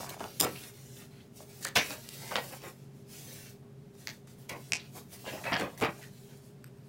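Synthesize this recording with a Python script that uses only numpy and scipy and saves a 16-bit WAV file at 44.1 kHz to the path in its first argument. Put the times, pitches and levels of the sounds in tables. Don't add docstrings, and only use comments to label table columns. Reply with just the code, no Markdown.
import sys
import numpy as np
from scipy import signal
from scipy.fft import rfft, irfft
from scipy.io import wavfile
from scipy.ndimage import uniform_filter1d

SR = 44100
rng = np.random.default_rng(int(sys.argv[2]) if len(sys.argv) > 2 else 0)


def magnitude_from_level(level_db):
    exponent = np.asarray(level_db, float) / 20
    return 10 ** exponent


def log_audio(samples):
    frames = np.atleast_2d(samples).T
    limited = np.clip(frames, -1, 1)
    pcm = np.round(limited * 32767).astype(np.int16)
    wavfile.write(sys.argv[1], SR, pcm)


N = 303408

SLAP_RISE_DB_PER_S, SLAP_FALL_DB_PER_S = 3495, 279.5


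def pages():
    stroke = hand_speed()
    push = crackle(185, 450, per_s=900.0, spread_db=3.5, clump_db=4.0, cycles=2.9)
    bends = crackle(482, 1130, per_s=2700.0, spread_db=-3.5, clump_db=-1.5, cycles=6.0)
    creases = crackle(1428, 2730, per_s=3000.0, spread_db=1.0, clump_db=2.0, cycles=16.0)
    tight = crackle(2490, 5030, per_s=8000.0, spread_db=4.0, clump_db=2.5, cycles=7.0)
    slide = sliding_skin()
    push = push + page_air()
    hiss = stroke * mottle(slide)
    jerks = rms_one(magnitude_from_level(2.5 * drift(130)))
    folds = sum(flexing(step, stroke) * fold for step, fold in ((1, bends), (2, creases), (3, tight)))
    return hiss + flexing(0, stroke) * push + jerks * folds


# t/s, hold/s, level/dB
STROKES = [(.005, 0.036, -43.5), (.2, 0.32, -50), (.46, 0.22, -47), (.74, 0.26, -55), (.97, 0.072, -56),
           (1.11, 0.15, -67), (1.365, 0.06, -51), (1.49, 0.19, -52.5), (1.8, 0.13, -41), (1.97, 0.36, -50),
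           (2.13, 0.32, -47.5), (2.45, 0.12, -48), (2.635, 0.052, -49), (3.13, 0.3, -48),
           (3.99, 0.15, -55.5), (4.39, 0.042, -57), (4.56, 0.14, -55.5), (4.96, 0.02, -46),
           (5.13, 0.0082, -45.5), (5.2, 0.059, -51), (5.27, 0.23, -47.5), (5.59, 0.032, -46),
           (5.89, .17, -54), (6.13, 0.25, -60)]
# t/s, hold/s, level/dB
RESTS = [(2.763, 0.077, -65), (2.95, 0.063, -67.5), (3.095, 0.022, -54.5), (3.462, 0.039, -51.5),
         (3.947, .03, -68), (4.8, 0.15, -62), (5.042, .06, -66.5), (5.692, 0.059, -57.5),
         (6.43, 0.047, -60), (6.776, 0.03, -75), (6.853, .05, -66)]
# t/s, hold/s, level/dB
SKIDS = [(.093, 0.053, -49), (.412, 0.031, -52), (1.61, .015, -47.5), (1.627, .016, -48),
         (1.646, 0.004, -57), (1.667, 0.015, -61), (1.758, 0.0095, -28), (4.273, 0.064, -59),
         (4.514, 0.012, -50), (5.779, 0.071, -47), (6.644, 0.021, -75)]
# t/s, hold/s, level/dB
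CATCHES = [
    (4.4935, 0.006, -38.5),
    (5.51, 0.043, -51),
]


def hand_speed():
    strokes = gestures(STROKES + RESTS, rise_db_per_s=481.5, fall_db_per_s=250)
    eased = uniform_filter1d(strokes, int(0.015 * SR))
    skids = gestures(SKIDS, SLAP_RISE_DB_PER_S, fall_db_per_s=544)
    catches = gestures(CATCHES, SLAP_RISE_DB_PER_S, fall_db_per_s=2500)
    return np.hypot(np.hypot(eased, skids), catches)


# f/Hz, level/dB per Hz
SLIDE = [(900, -26), (1500, -6.5), (2300, -2.5), (4000, 1), (5500, 2.5), (8400, 1), (15500, 0.5),
         (17000, 6.5)]


def sliding_skin():
    squeal = crackle(5655, 14640, per_s=16000.0, spread_db=-7.0, clump_db=-5.5, cycles=80.0, count=12)
    rub = coloured(SLIDE) + 0.14 * squeal
    grip_db = 0.5 * drift(31.0) + 0.82 * drift(330.0)
    return rub * magnitude_from_level(grip_db)


def page_air():
    puff_hz = 132
    band = signal.butter(2, [0.57 * puff_hz, puff_hz], "band", fs=SR, output="sos")
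    return magnitude_from_level(-7.5) * rms_one(signal.sosfilt(band, rng.standard_normal(N)))


# t/s, hold/s, level/dB,
# tightness (0 whole page, 1 wide bend, 2 crease, 3 tight crease)
SLAPS = [(.002, 0.0074, -48, 0.63), (.207, 0.0061, -42.5, 0.34), (.222, 0.019, -46, 0.43),
         (.258, 0.015, -69, 0.63), (.408, 0.043, -35.5, 0.29), (.432, 0.032, -39, 1.3),
         (1.405, 0.014, -56.5, 0.38), (1.657, 0.019, -48.5, 2.7), (1.76, 0.015, -22.5, 4.7),
         (1.762, 0.011, -32, 0.19), (2.311, 0.023, -45, 1.6), (2.357, 0.0085, -36, 2.05),
         (2.372, 0.014, -58, 3.5), (4.075, 0.0064, -49.5, 2.9), (4.272, 0.011, -65.5, 5),
         (4.493, 0.03, -54.5, 2.1), (4.505, 0.044, -47, 0.8), (4.722, 0.014, -48.5, 0.55),
         (4.775, 0.029, -36, 7.3), (4.81, 0.049, -49, 6.3), (5.262, 0.034, -46.5, 1.2),
         (5.263, 0.039, -47.5, 4.4), (5.442, 0.031, -45.5, 2.1), (5.467, 0.062, -41.5, 1.2),
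         (5.521, 0.032, -36, 1.64), (5.778, 0.031, -56, 0.83), (5.818, 0.036, -33, 1.14),
         (5.813, 0.038, -39, 0.74), (5.817, 0.021, -41.5, 2.9), (5.53, 0.1, -43, 5.2),
         (6.645, 0.0079, -57.5, 6.4)]
# t/s, hold/s, level/dB, tightness (as above)
RUSTLES = [(.07, 0.064, -54.5, 1.16), (.51, 0.039, -51.5, 0.14), (.56, 0.041, -40.5, 6.8),
           (.625, 0.015, -53, 3.9), (.97, 0.062, -63.5, 3.4), (1.12, 0.1, -64, 4.8),
           (1.905, 0.043, -50, 0.96), (2.22, 0.098, -56, 2), (2.44, 0.092, -56.5, 1),
           (2.525, 0.01, -48.5, 1.14), (2.635, 0.05, -51, 1.08), (3.63, 0.033, -68, 0.49),
           (4.96, 0.021, -49, 0.34), (5.135, 0.024, -62, 1.1), (5.335, 0.045, -48.5, 0.71),
           (5.385, 0.012, -51, 0.65), (5.585, 0.022, -39.5, 0.47), (5.62, 0.025, -36, 0.69),
           (5.67, 0.071, -57, 0.68), (5.97, 0.033, -59.5, 0.66), (6.025, 0.011, -61.5, 3.2),
           (6.3, 0.032, -67, 2.1)]
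DRAG_DB = (-14, -17.5, -21, -22.5)


def flexing(step, stroke):
    looser_loss_db, tighter_loss_db = 1, 5
    faster = 1 + 0.16 * step
    power = (magnitude_from_level(DRAG_DB[step]) * stroke) ** 2
    sudden = (SLAPS, SLAP_RISE_DB_PER_S, SLAP_FALL_DB_PER_S)
    slow = (RUSTLES, 594, 330)
    for rows, rise, fall in (sudden, slow):
        here = []
        for s, hold_s, db, tight in rows:
            loss_db = tighter_loss_db if step > tight else looser_loss_db
            here.append((s, hold_s, db - loss_db * (step - tight) ** 2))
        power = power + gestures(here, rise, fall * faster) ** 2
    return np.sqrt(power)


def thicket(x):
    shape_s, t60_s, sheet_db = 0.1, 0.07, -3
    hop, t = int(shape_s * SR), np.arange(SR // 10) / SR
    out = np.zeros(N + 2 * SR)
    fade = np.sin(np.pi * np.arange(2 * hop) / (2 * hop))
    padded = np.pad(x, (hop, 2 * hop))
    for i in range(0, N + hop, hop):
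        dull_noise = signal.lfilter([1], [1, -.5], rng.standard_normal(len(t)))
        modes = thin(dull_noise, 550) * magnitude_from_level(-60 * t / t60_s)
        rung = signal.fftconvolve(padded[i:i + 2 * hop] * fade, modes / np.sqrt(np.sum(modes ** 2)))
        out[i:i + len(rung)] += rung
    return (x + magnitude_from_level(sheet_db) * out[hop:hop + N]) / np.hypot(1, magnitude_from_level(sheet_db))


# t/s, peak level/dB, sheet ring f/Hz, edge over sheet
# level/dB
BUCKLES = [(.0058, -31, 750, -24), (.0304, -27, 680, -20), (.0439, -29, 640, -22), (.063, -35, 800, -24),
           (.109, -35, 560, -24), (.1414, -33, 720, -20), (.1661, -33, 620, -18), (.176, -37, 650, -20),
           (.1961, -36, 710, -8), (.2046, -29, 700, -14), (.2075, -27, 650, -22), (.2115, -30, 650, -22),
           (.2405, -24, 690, -14), (.258, -35, 800, -20), (.2745, -35, 700, -20), (.222, -35, 700, -14),
           (.4305, -22, 900, -18), (.4385, -23, 1100, -16), (.4485, -22, 350, -14), (.456, -25, 600, -10),
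           (.4664, -22, 710, -14), (1.4045, -39, 600, -22), (1.6523, -21, 1790, -8),
           (1.6705, -27, 1870, -12), (1.775, -9, 2520, -10), (1.8136, -21, 2090, -10),
           (2.3144, -31, 1550, -20), (2.3178, -24, 800, -12), (2.3315, -28, 900, -10),
           (2.638, -36, 450, -18), (2.3645, -19, 880, -2), (2.374, -24, 800, -10), (2.3835, -24, 650, -10),
           (2.395, -28, 600, -12),
           (5.243, -38, 620, -24), (5.2525, -38, 650, -24), (5.267, -32, 600, -20),
                (5.332, -35, 680, -20), (5.338, -34, 590, -20), (5.414, -36, 700, -24),
                (5.4225, -36, 700, -24), (5.4435, -30, 1100, -14), (5.4545, -32, 2400, -14),
                (5.262, -33, 880, -12), (5.44, -30, 1150, -14), (5.4511, -29, 1150, -12),
                (5.5995, -26, 1660, -14), (5.612, -26, 1500, -14), (5.6205, -27, 800, -14),
                (5.8118, -27, 1270, -8), (5.815, -26, 600, -14), (5.821, -20, 760, -12),
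                (5.853, -20, 760, -14), (5.866, -21, 770, -20), (5.874, -24, 760, -20),
                (5.8257, -17, 710, -17), (5.8383, -16, 710, -16), (5.8478, -17, 990, -21)]
# t/s, peak level/dB, sheet ring f/Hz, edge ring f/Hz
TICKS = [(.4445, -24, 2110, 3500), (.5623, -33, 3000, 4000), (.6372, -34, 3980, 5000),
         (1.6493, -22, 3830, 8300), (1.755, -17, 3850, 5300), (1.7573, -13, 710, 5300),
         (1.7636, -12, 2780, 4800), (1.7695, -11, 2200, 4800), (1.899, -36, 2000, 7000),
         (1.914, -32, 2600, 4600), (1.9064, -24, 860, 5200), (2.0896, -26, 5200, 8500),
         (2.325, -27, 900, 2800), (2.3655, -20, 3360, 3000), (2.391, -30, 3500, 6500),
         (2.3835, -31, 3400, 7000), (2.3566, -11, 880, 3300), (2.619, -41, 3000, 6500),
         (3.9522, -49, 710, 5400), (4.2738, -43, 990, 8800), (4.4945, -26, 2300, 5900),
         (4.4984, -29, 2260, 5200), (5.7765, -38, 2000, 6000), (6.0282, -42, 1830, 4800),
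         (6.0414, -42, 1810, 7000), (.196, -37, 3000, 6500), (.2418, -32, 3000, 6500),
         (.2065, -36, 3600, 7200), (2.3575, -17, 3300, 3600), (2.366, -28, 3400, 7000)]


def snaps():
    glide_s, glide = 0.0008, 1.8
    out, t = np.zeros(N + 900), np.arange(900) / SR
    rows = [(s, db, hz, 2900, edge_db) for s, db, hz, edge_db in BUCKLES]
    rows += [(*row, -2) for row in TICKS]
    tears = rng.standard_normal((len(rows), 900))
    for (s, peak_db, sheet_hz, edge_hz, edge_db), tear in zip(rows, tears):
        low = sheet_hz < 1200
        push = .3 * tear * np.exp(-t / .0012) + (t == 0)
        sheet = ring(push, sheet_hz, 9.0 / sheet_hz)
        sheet = rms_one(ring(sheet, 2.2 * sheet_hz, 0.85 / sheet_hz))
        if low:
            turns = sheet_hz * (t + glide * glide_s * (1 - np.exp(-t / glide_s)))
            swell = sheet_hz * t / .85
            bend = np.sin(2 * np.pi * turns + tear[0]) * swell * np.exp(-swell)
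            sheet = .5 * sheet + rms_one(bend)
        edge = rms_one(thin(ring(push, edge_hz, 6.0 / edge_hz), .6 * edge_hz))
        snap = thin(sheet + magnitude_from_level(edge_db + 2) * edge, 210)
        i = round(s * SR)
        out[i:i + 900] += magnitude_from_level(peak_db - 1.5 - 2.5 * low) * snap / np.max(np.abs(snap))
    return out[:N]


# t/s, peak level/dB
SCRAPE = [(.3982, -16), (.4022, -7), (.4096, -8.5), (.4165, -21), (.4195, -24), (.4220, -17), (.4258, -24),
          (.4290, -19), (.4325, -23), (.4355, -20), (.439, -23), (.4422, -21), (.4447, -23), (.4470, -22)]
# f/Hz, level/dB, t60/s
SCRAPE_MODES = [(3720, -4.5, 0.0057), (4970, -3.5, 0.0052), (7240, -1.5, 0.0071), (8440, -1, 0.0027),
                (10800, 3, 0.0002), (12500, -3, 0.0077), (15050, -4, 0.00025)]


def scrape():
    return riffle(SCRAPE, SCRAPE_MODES, 0.0005, 1500)


# t/s, peak level/dB
SQUEAK = [
    (5.4665, -30.5),
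    (5.4700, -50),
    (5.4765, -40),
    (5.4850, -45),
    (5.4910, -33),
    (5.4985, -38.5),
    (5.5020, -48),
    (5.5090, -49),
]
# f/Hz, level/dB, t60/s
SQUEAK_MODES = [(2590, -6, 0.078), (1990, -11, 0.0059)]


def squeak():
    return riffle(SQUEAK, SQUEAK_MODES, 0.00079, 1200)


# t/s, peak level/dB
RIFFLE_A = [(4.0724, -18.5), (4.0752, -35), (4.0819, -26), (4.0893, -46), (4.0910, -26), (4.0928, -37),
            (4.0987, -31), (4.1010, -32), (4.1048, -33), (4.1080, -34), (4.1102, -42), (4.1145, -39)]
# f/Hz, level/dB, t60/s
RIFFLE_A_MODES = [(2040, -3, 0.0046), (4420, -6, 0.0026), (6270, -7.5, 0.0018), (13500, -16.5, 0.00075)]
# t/s, peak level/dB
RIFFLE_B = [(4.7214, -9), (4.7341, -9), (4.7394, -22), (4.7413, -22), (4.7474, -23), (4.7522, -24),
            (4.7541, -20), (4.7573, -29), (4.7589, -29), (4.7603, -22), (4.7664, -24), (4.7680, -31),
            (4.7701, -28), (4.7716, -27)]
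# f/Hz, level/dB, t60/s
RIFFLE_B_MODES = [(720, -18, .01), (2520, 1, .0045), (5500, -1, .0016), (8000, -8, .0012),
                  (11500, -21, .001)]


def thumb_riffles():
    return riffle(RIFFLE_A, RIFFLE_A_MODES, 0, 1100) + riffle(RIFFLE_B, RIFFLE_B_MODES, 0, 880)


# t/s, peak level/dB
CHIRP = [
    (.0912, -30),
    (.0942, -30),
    (.1015, -32),
    (.1045, -35),
    (.109, -40),
]
# f/Hz, level/dB, t60/s
CHIRP_MODES = [(6500, -2, 0.0037), (4040, -1.5, 0.0032), (8000, -3, 0.0028), (13200, -1, 0.00079),
               (2880, -7, 0.0047), (1700, -6, .006)]


def fingertip_chirp():
    return riffle(CHIRP, CHIRP_MODES, 0.0008, 1500)


# t/s, peak level/dB
FLICK = [(1.6255, -36), (1.629, -33), (1.6335, -34), (1.639, -34), (1.6445, -31), (1.6475, -23),
         (1.6488, -20), (1.6655, -33), (1.6685, -30), (1.675, -32), (1.6812, -32), (1.6862, -34)]
# f/Hz, level/dB, t60/s
FLICK_MODES = [(4480, 1.5, 0.0036), (6430, 0.5, .002), (8400, 3.5, 0.00082), (11900, -9.5, .0015),
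               (14300, -6.5, .0015)]


def corner_flick():
    return riffle(FLICK, FLICK_MODES, 0.0008, 2000)


# t/s, hold/s, level/dB, f/Hz
SLOTS = [(0.558, 0.013, -54, 2750), (1.624, .015, -55.5, 1870), (1.651, 0.017, -45.5, 1790),
         (1.657, 0.012, -60.5, 4400), (1.773, 0.022, -34.5, 2260), (1.775, 0.02, -37.5, 5900),
         (1.82, 0.1, -50, 2550), (2.363, 0.016, -53.5, 3480), (4.496, 0.029, -46.5, 2170),
         (5.254, 0.027, -52, 2850), (5.33, 0.027, -51.5, 2700), (5.327, 0.027, -57.5, 5240),
         (5.767, .015, -61.5, 1970), (6.012, 0.021, -56.5, 1900)]


def slots():
    friction = rng.standard_normal(N)
    out = np.zeros(N)
    for *row, hz in SLOTS:
        tone = rms_one(ring(ring(friction, hz, 7.7 / hz), hz, 20 / hz))
        out += gestures([row], SLAP_RISE_DB_PER_S, SLAP_FALL_DB_PER_S) * tone
    return out


# t/s, peak level/dB
KNOCKS = [(5.5215, -25), (5.5262, -27), (5.5303, -20), (5.5338, -17), (5.5412, -17), (5.5445, -26),
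          (5.553, -24), (5.5605, -25), (5.5650, -22), (5.5668, -22), (5.575, -30), (5.585, -30),
          (5.8385, -22), (5.8468, -22), (5.854, -28), (5.871, -32)]
# f/Hz, level/dB, t60/s
KNOCK_MODES = [(1070, 3, 0.0032), (1980, 4, 0.004), (3000, 3.5, 0.004), (4840, -0.5, 0.0033),
               (5900, -20, .003)]


def knocks():
    return riffle(KNOCKS, KNOCK_MODES, 0.00023, 550)


# t/s, peak level/dB
CRACKS = [(2.2665, -36), (2.2715, -40), (2.2785, -35), (5.298, -38), (5.5935, -37), (5.5985, -27),
          (5.6002, -33), (5.6055, -38), (5.6102, -27), (5.6122, -32), (5.616, -37), (5.6305, -38),
          (5.8012, -30), (5.8118, -28), (5.8186, -27), (5.8254, -26), (5.907, -43)]
# f/Hz, level/dB, t60/s
CRACK_MODES = [(2500, 5.5, 0.0023), (4500, -3, 0.002), (7300, 2.5, 0.00086), (10400, -2, .0008),
               (14800, -10, 0.00071)]


def coating_cracks():
    return riffle(CRACKS, CRACK_MODES, 0, 1150)


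# t/s, peak level/dB
NAIL = [
    (6.0282, -42),
    (6.0414, -43),
    (6.6424, -35),
    (6.661, -53),
    (6.666, -51),
    (6.6715, -52),
    (6.677, -51),
    (6.682, -55),
    (6.773, -56),
    (6.785, -56),
]
# f/Hz, level/dB, t60/s
NAIL_MODES = [(1474, -1.5, 0.0051), (2700, -6, 0.0034), (5300, -8, 0.0035), (8430, -3, .005),
              (12800, -4, 0.0035)]


def nail_on_edge():
    return riffle(NAIL, NAIL_MODES, 0.00028, 1090)


def riffle(slips, modes, scrape_s, bass_cut_hz):
    out, t = np.zeros(N + 900), np.arange(900) / SR
    for s, peak_db in slips:
        push = 1. * (t == 0)
        if scrape_s > 1e-4:
            push = rng.standard_normal(900) * t / scrape_s * np.exp(-t / scrape_s)
        strengths_db = rng.normal(0, 1.5, len(modes))
        slip = np.zeros(900)
        for k, ((hz, db, t60), change_db) in enumerate(zip(modes, strengths_db)):
            mode = rms_one(ring(ring(push, hz, 0.42 * t60), hz, t60))
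            slip += magnitude_from_level(db + change_db) * (-1) ** k * mode
        slip = thin(slip, bass_cut_hz)
        i = round(s * SR)
        out[i:i + 900] += magnitude_from_level(peak_db) * slip / np.max(np.abs(slip))
    return out[:N]


def crackle(low_hz, high_hz, per_s, spread_db, clump_db, cycles, count=8):
    sizes = magnitude_from_level(spread_db * np.minimum(rng.exponential(1, N), 4)) * rng.choice([-1, 1], N)
    born = rng.random(N) < per_s / SR
    clicks = sizes * born * magnitude_from_level(clump_db * drift(60.0))
    dealt = rng.integers(0, count, N)
    patches = np.geomspace(low_hz, high_hz, count)
    out = sum(ring(clicks * (dealt == k), hz, cycles / hz) for k, hz in enumerate(patches))
    band = signal.butter(2, [.85 * low_hz, 1.2 * high_hz], "band", fs=SR, output="sos")
    out = signal.sosfilt(band, out)
    return out / np.sqrt(np.abs(uniform_filter1d(out ** 2, size=4000)) + 1e-9)


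def gestures(rows, rise_db_per_s, fall_db_per_s):
    s, hold_s, level_db = np.array(rows).T[:, :, None]
    t = np.arange(0, N, 32) / SR
    before_s = np.maximum(s - t, 0)
    after_s = np.maximum(t - s - hold_s, 0)
    under_db = rise_db_per_s * before_s + fall_db_per_s * after_s
    gain = np.sqrt(np.sum(magnitude_from_level(level_db - under_db) ** 2, axis=0))
    return np.interp(np.arange(N) / SR, t, gain)


def mottle(x):
    lows = [0] + [x - thin(x, hz) for hz in (3500, 5500, 8000, 11500)] + [x]
    return sum((high - low) * magnitude_from_level(1.5 * drift(7.0)) for low, high in zip(lows, lows[1:]))


def thin(x, hz):
    return signal.sosfilt(signal.butter(2, hz, "high", fs=SR, output="sos"), x)


def ring(x, hz, t60):
    r, w = magnitude_from_level(-60 / (t60 * SR)), 2 * np.pi * min(hz, SR / 2.2) / SR
    return signal.lfilter([0, np.sin(w)], [1, -2 * r * np.cos(w), r * r], x + 1e-18)


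def coloured(points):
    hz = np.arange(N // 2 + 1) * SR / N + 1
    point_hz, point_db = np.array(points).T
    shape_db = np.interp(np.log(hz), np.log(point_hz), point_db)
    return rms_one(irfft(rfft(rng.standard_normal(N)) * magnitude_from_level(shape_db), N))


def drift(rate):
    r = np.exp(-2 * np.pi * rate / SR)
    return rms_one(signal.lfilter([1], [1, -2 * r, r * r], rng.standard_normal(N + SR))[SR:])


def rms_one(x):
    return x / np.sqrt(np.mean(x ** 2) + 1e-20)


def bedroom(x):
    t = np.arange(SR // 3) / SR
    tail = rng.standard_normal(len(t)) * magnitude_from_level(-60 * t / 0.2) * (t > .009)
    tail = thin(signal.lfilter([.4], [1, -.6], tail), 280)
    return magnitude_from_level(-16) * signal.fftconvolve(x, tail / np.sqrt(np.sum(tail ** 2)))[:N]


# f/Hz, level/dB per Hz
ROOM_AIR = [(15, -66.5), (25, -49.5), (134, -1.5), (170, -10), (223, -10), (363, -20), (405, -13.5),
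            (463, -26.5), (545, -20.5), (1130, -32), (16000, -48)]
# f/Hz, width/Hz, level/dB rms
HUM = [(134.8, 5.6, -58.5), (134.6, 24, -61.5), (190, 11, -65.5), (229.3, 13, -63.5), (402.8, 7.8, -62.5),
       (402, 58, -67)]


def hum():
    out = magnitude_from_level(-55 + 0.43 * drift(2.3)) * coloured(ROOM_AIR)
    for hz, width_hz, level_db in HUM:
        once = ring(rng.standard_normal(N), hz, 1.4 / width_hz)
        twice = rms_one(ring(once, hz, 1.04 / width_hz))
        wavering = uniform_filter1d(twice ** 2, int(3 * SR / hz)) + .1
        steadied = twice / wavering ** 0.25
        out = out + magnitude_from_level(level_db + 0.47 * drift(3.2)) * rms_one(steadied)
    return out


def scene():
    runs = scrape() + squeak() + thumb_riffles() + fingertip_chirp() + corner_flick()
    booklet = thicket(pages()) + snaps() + runs + slots()
    booklet += knocks() + coating_cracks()
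    booklet += nail_on_edge()
    return (booklet + bedroom(booklet) + hum())[None, :]


def roll_off(x):
    return signal.sosfilt(signal.butter(12, 17160, fs=SR, output="sos"), x)


def record(dry):
    top_cut = signal.ellip(8, .5, 35, 15800, fs=SR, output="sos")
    mix = signal.sosfilt(top_cut, dry)
    return roll_off(mix)


dry = scene()
out = record(dry)
log_audio(out)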